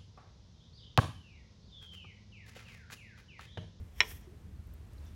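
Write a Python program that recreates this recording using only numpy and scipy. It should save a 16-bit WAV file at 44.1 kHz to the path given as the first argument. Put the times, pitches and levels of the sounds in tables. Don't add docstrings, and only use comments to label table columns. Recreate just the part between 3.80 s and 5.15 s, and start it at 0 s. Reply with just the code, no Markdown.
import sys
import numpy as np
from scipy import signal
from scipy.fft import rfft, irfft, next_fast_len
from scipy.io import wavfile
from scipy.ndimage import map_coordinates

SR = 44100
rng = np.random.default_rng(int(sys.argv[2]) if len(sys.argv) > 2 else 0)


def dump(signal):
    limited = np.clip(np.atleast_2d(signal).T, -1, 1)
    pcm = np.round(limited * 32767).astype(np.int16)
    wavfile.write(sys.argv[1], SR, pcm)


N = 59535
T = np.arange(N) / SR


def amp(db):
    return 10 ** (np.asarray(db) / 20)


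def unit(x):
    return x / np.sqrt(np.mean(x ** 2) + 1e-20)


def along(points, hz):
    freqs, values = np.transpose(points)
    return np.interp(np.log(hz + 1), np.log(freqs + 1), values)


def curves(rows):
    times, *columns = np.transpose(rows)
    return [np.interp(T, times, column) for column in columns]


def wobble(rate):
    return map_coordinates(rng.standard_normal(int(N * rate / SR) + 4), [T * rate])


def filtered(x, response):
    size = next_fast_len(N + SR // 2)
    return irfft(rfft(x, size) * response(np.fft.rfftfreq(size, 1 / SR)), size)[:N]


def noise(spectrum):
    return unit(filtered(rng.standard_normal(N), lambda hz: amp(along(spectrum, hz))))


def since(start):
    return np.maximum(T - start, 0)


def fade(t, rise, t60):
    return (1 - np.exp(-t / rise)) * np.exp(-np.log(1000) * t / t60)


def mode(t, hz, db, rise, t60):
    return amp(db) * np.sin(2 * np.pi * hz * t) * fade(t, rise, t60)


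# (frequency [Hz], relative level [dB])
RUMBLE_SPECTRUM = [(20, -34), (30, -15.5), (48, -2.5), (80, -3), (102, -5.5), (150, -15.5), (206, -16.5),
                   (265, -23), (400, -26), (650, -51), (1100, -120)]
# (time [s], gain [dB])
BASS_GAIN = [(0, 5.5), (.08, 1), (.11, -7.5), (.17, -2), (.2, -2), (.33, 1.5), (.38, -1), (.55, -1),
             (.7, 1), (1.05, -1), (1.35, 1.5)]
def rumble_and_hum():
    rumble = amp(-50) * noise(RUMBLE_SPECTRUM)
    hum_hz, drift_rad = 75.3, .5
    hum_gain = amp(-53 - .5 * wobble(15))
    hum = hum_gain * unit(np.sin(2 * np.pi * hum_hz * T + drift_rad * wobble(6.6)))
    bass_db, = curves(BASS_GAIN)
    return amp(bass_db) * (rumble + hum)


# (frequency [Hz], relative level [dB])
AIR_SPECTRUM = [(240, -36), (400, -16.5), (425, -1.5), (665, -7), (947, -8.5), (3140, -16), (3500, -16.5),
                (10400, -25), (14900, -28), (15800, -32.5)]
# (time [s], level [dB])
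AIR_ENVELOPE = [(0, -67.5), (.15, -69), (.5, -68), (.8, -69), (.98, -67.5), (1.08, -68), (1.25, -64.5),
                (1.35, -67)]
def air():
    air_db, = curves(AIR_ENVELOPE)
    return amp(air_db) * noise(AIR_SPECTRUM)


# (time [s], level [dB], centre frequency [Hz], half-width [octaves], T60 [s])
HANDLING_TICKS = [(.412, -53.5, 9054, 0.64, 0.0115), (0.761, -68, 3700, .2, 0.027),
                  (0.869, -63.5, 13500, 0.17, .03), (.936, -54, 14500, .09, .028),
                  (1.133, -61.5, 10000, 0.33, 0.026), (1.180, -59, 4100, .07, 0.027),
                  (1.250, -62, 14000, .12, .03), (1.255, -70, 3510, 0.015, 0.29),
                  (1.262, -67, 5800, .03, 0.14)]
def ticks():
    out = np.zeros(N)
    for start, db, centre_hz, octaves, t60 in HANDLING_TICKS:
        white = rng.standard_normal(N)
        band = filtered(white, lambda hz: 1 / np.hypot(1, np.log2((hz + 1) / centre_hz) / octaves))
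        out += amp(db) * unit(band) * fade(since(start), rise=.0013, t60=t60)
    return out


# (time [s], level [dB], frequency [Hz])
HOLLOW_BUMPS = [(.470, -43, 362.6), (0.517, -50, 416), (0.664, -43, 185)]
def bumps():
    return sum(mode(since(start), hz, db, rise=.0072, t60=.12) for start, db, hz in HOLLOW_BUMPS)


# (time [s], midrange level [dB], treble level [dB])
SWELL_ENVELOPES = [(.12, -80, -86), (.16, -69.5, -70.5), (.19, -57.5, -63), (.22, -54, -62.5),
                   (.265, -52.5, -62), (.29, -54, -52), (.315, -51.5, -51.5), (.34, -61.5, -60),
                   (.365, -60, -61), (.40, -71.5, -69.5), (.44, -68, -84), (.52, -90.5, -90)]
# (frequency [Hz], relative level [dB])
MIDRANGE_SPECTRUM = [(200, -25.5), (420, 0), (650, -9), (1000, -6), (1600, -10), (1850, 2), (2200, -1.5),
                     (2900, -5.5), (3300, 0.5), (3700, -9.5), (4600, -16), (5450, -4), (6300, -9.5),
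                     (16000, -39)]
TREBLE_SPECTRUM = [(1000, -29), (4500, -17.5), (7000, -8), (9000, -5), (10500, -6), (12000, 0.5),
                   (15000, -2.5), (16000, -4)]
def swell():
    midrange_db, treble_db = curves(SWELL_ENVELOPES)
    return amp(midrange_db) * noise(MIDRANGE_SPECTRUM) + amp(treble_db) * noise(TREBLE_SPECTRUM)


# (frequency [Hz], T60 [s])
YARD_T60 = [(300, .2), (1000, 0.16), (2200, .075), (5500, 0.086), (12000, 0.028)]
def yard(x):
    hz, t, spectra = signal.stft(rng.standard_normal(SR // 2), SR, nperseg=256)
    decay = np.exp(-np.log(1000) * t / along(YARD_T60, hz)[:, None])
    _, tail = signal.istft(spectra * decay, SR)
    tail *= 1 - np.exp(-T[:len(tail)] / .006)
    return amp(-16.5) * signal.fftconvolve(x, tail / np.linalg.norm(tail))[:N]


# (centre frequency [Hz], bandwidth [Hz], gain [dB])
ANTIRESONANCES = [(1647, 150, -20.5), (4500, 800, -17.5)]
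def shell_radiation(x):
    for hz, width_hz, depth_db in ANTIRESONANCES:
        band = signal.lfilter(*signal.iirpeak(hz, hz / width_hz, fs=SR), x)
        x = x - (1 - amp(depth_db)) * band
    return signal.lfilter(*signal.butter(2, 330, "high", fs=SR), x)


# (delay [s], gain [dB], low-
# pass cutoff [Hz])
KNOCK_ARRIVALS = [(0, 2, 12070), (.00854, -3.2, 2460), (0.0294, -20, 1720)]
# (frequency [Hz], relative level [dB], T60 [s])
SHELL_MODES = [(424, -36.5, .085), (598, -40.5, .05), (993, -27, 0.039), (1446.5, -33.5, .025),
               (1893, -22, .032), (2152, 3.5, 0.0048), (2350, -21.5, .032), (2926, -13.5, 0.018),
               (3350, -25, .05), (3830, -19, .015), (3960, -17.5, .015), (5470, -12.5, 0.014),
               (6040, -23.5, .012), (7050, -31.5, .014)]
# (frequency [Hz], relative level [dB])
CRACK_SPECTRUM = [(300, -24), (1500, -5), (6000, -3), (8000, -4.5), (11000, -9.5), (14000, -6),
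                  (16000, -11)]
def shell_knock():
    onset_s, attack_s = .2046, .00085
    out = np.zeros(N)
    for delay, gain_db, cutoff_hz in KNOCK_ARRIVALS:
        t = since(onset_s + delay)
        ring = sum(mode(t, hz, db, attack_s, t60) for hz, db, t60 in SHELL_MODES)
        crack = amp(-32) * noise(CRACK_SPECTRUM) * fade(t, attack_s, t60=.016)
        out += amp(gain_db) * signal.lfilter(*signal.butter(2, cutoff_hz, fs=SR), ring + crack)
    return shell_radiation(out)


def scene():
    knock = shell_knock()
    return (knock + yard(knock) + swell() + bumps() + ticks() + air() + rumble_and_hum())[None]


def record(dry):
    return filtered(dry[0], lambda hz: hz < 16000)[None]


dry = scene()
out = record(dry)
dump(out)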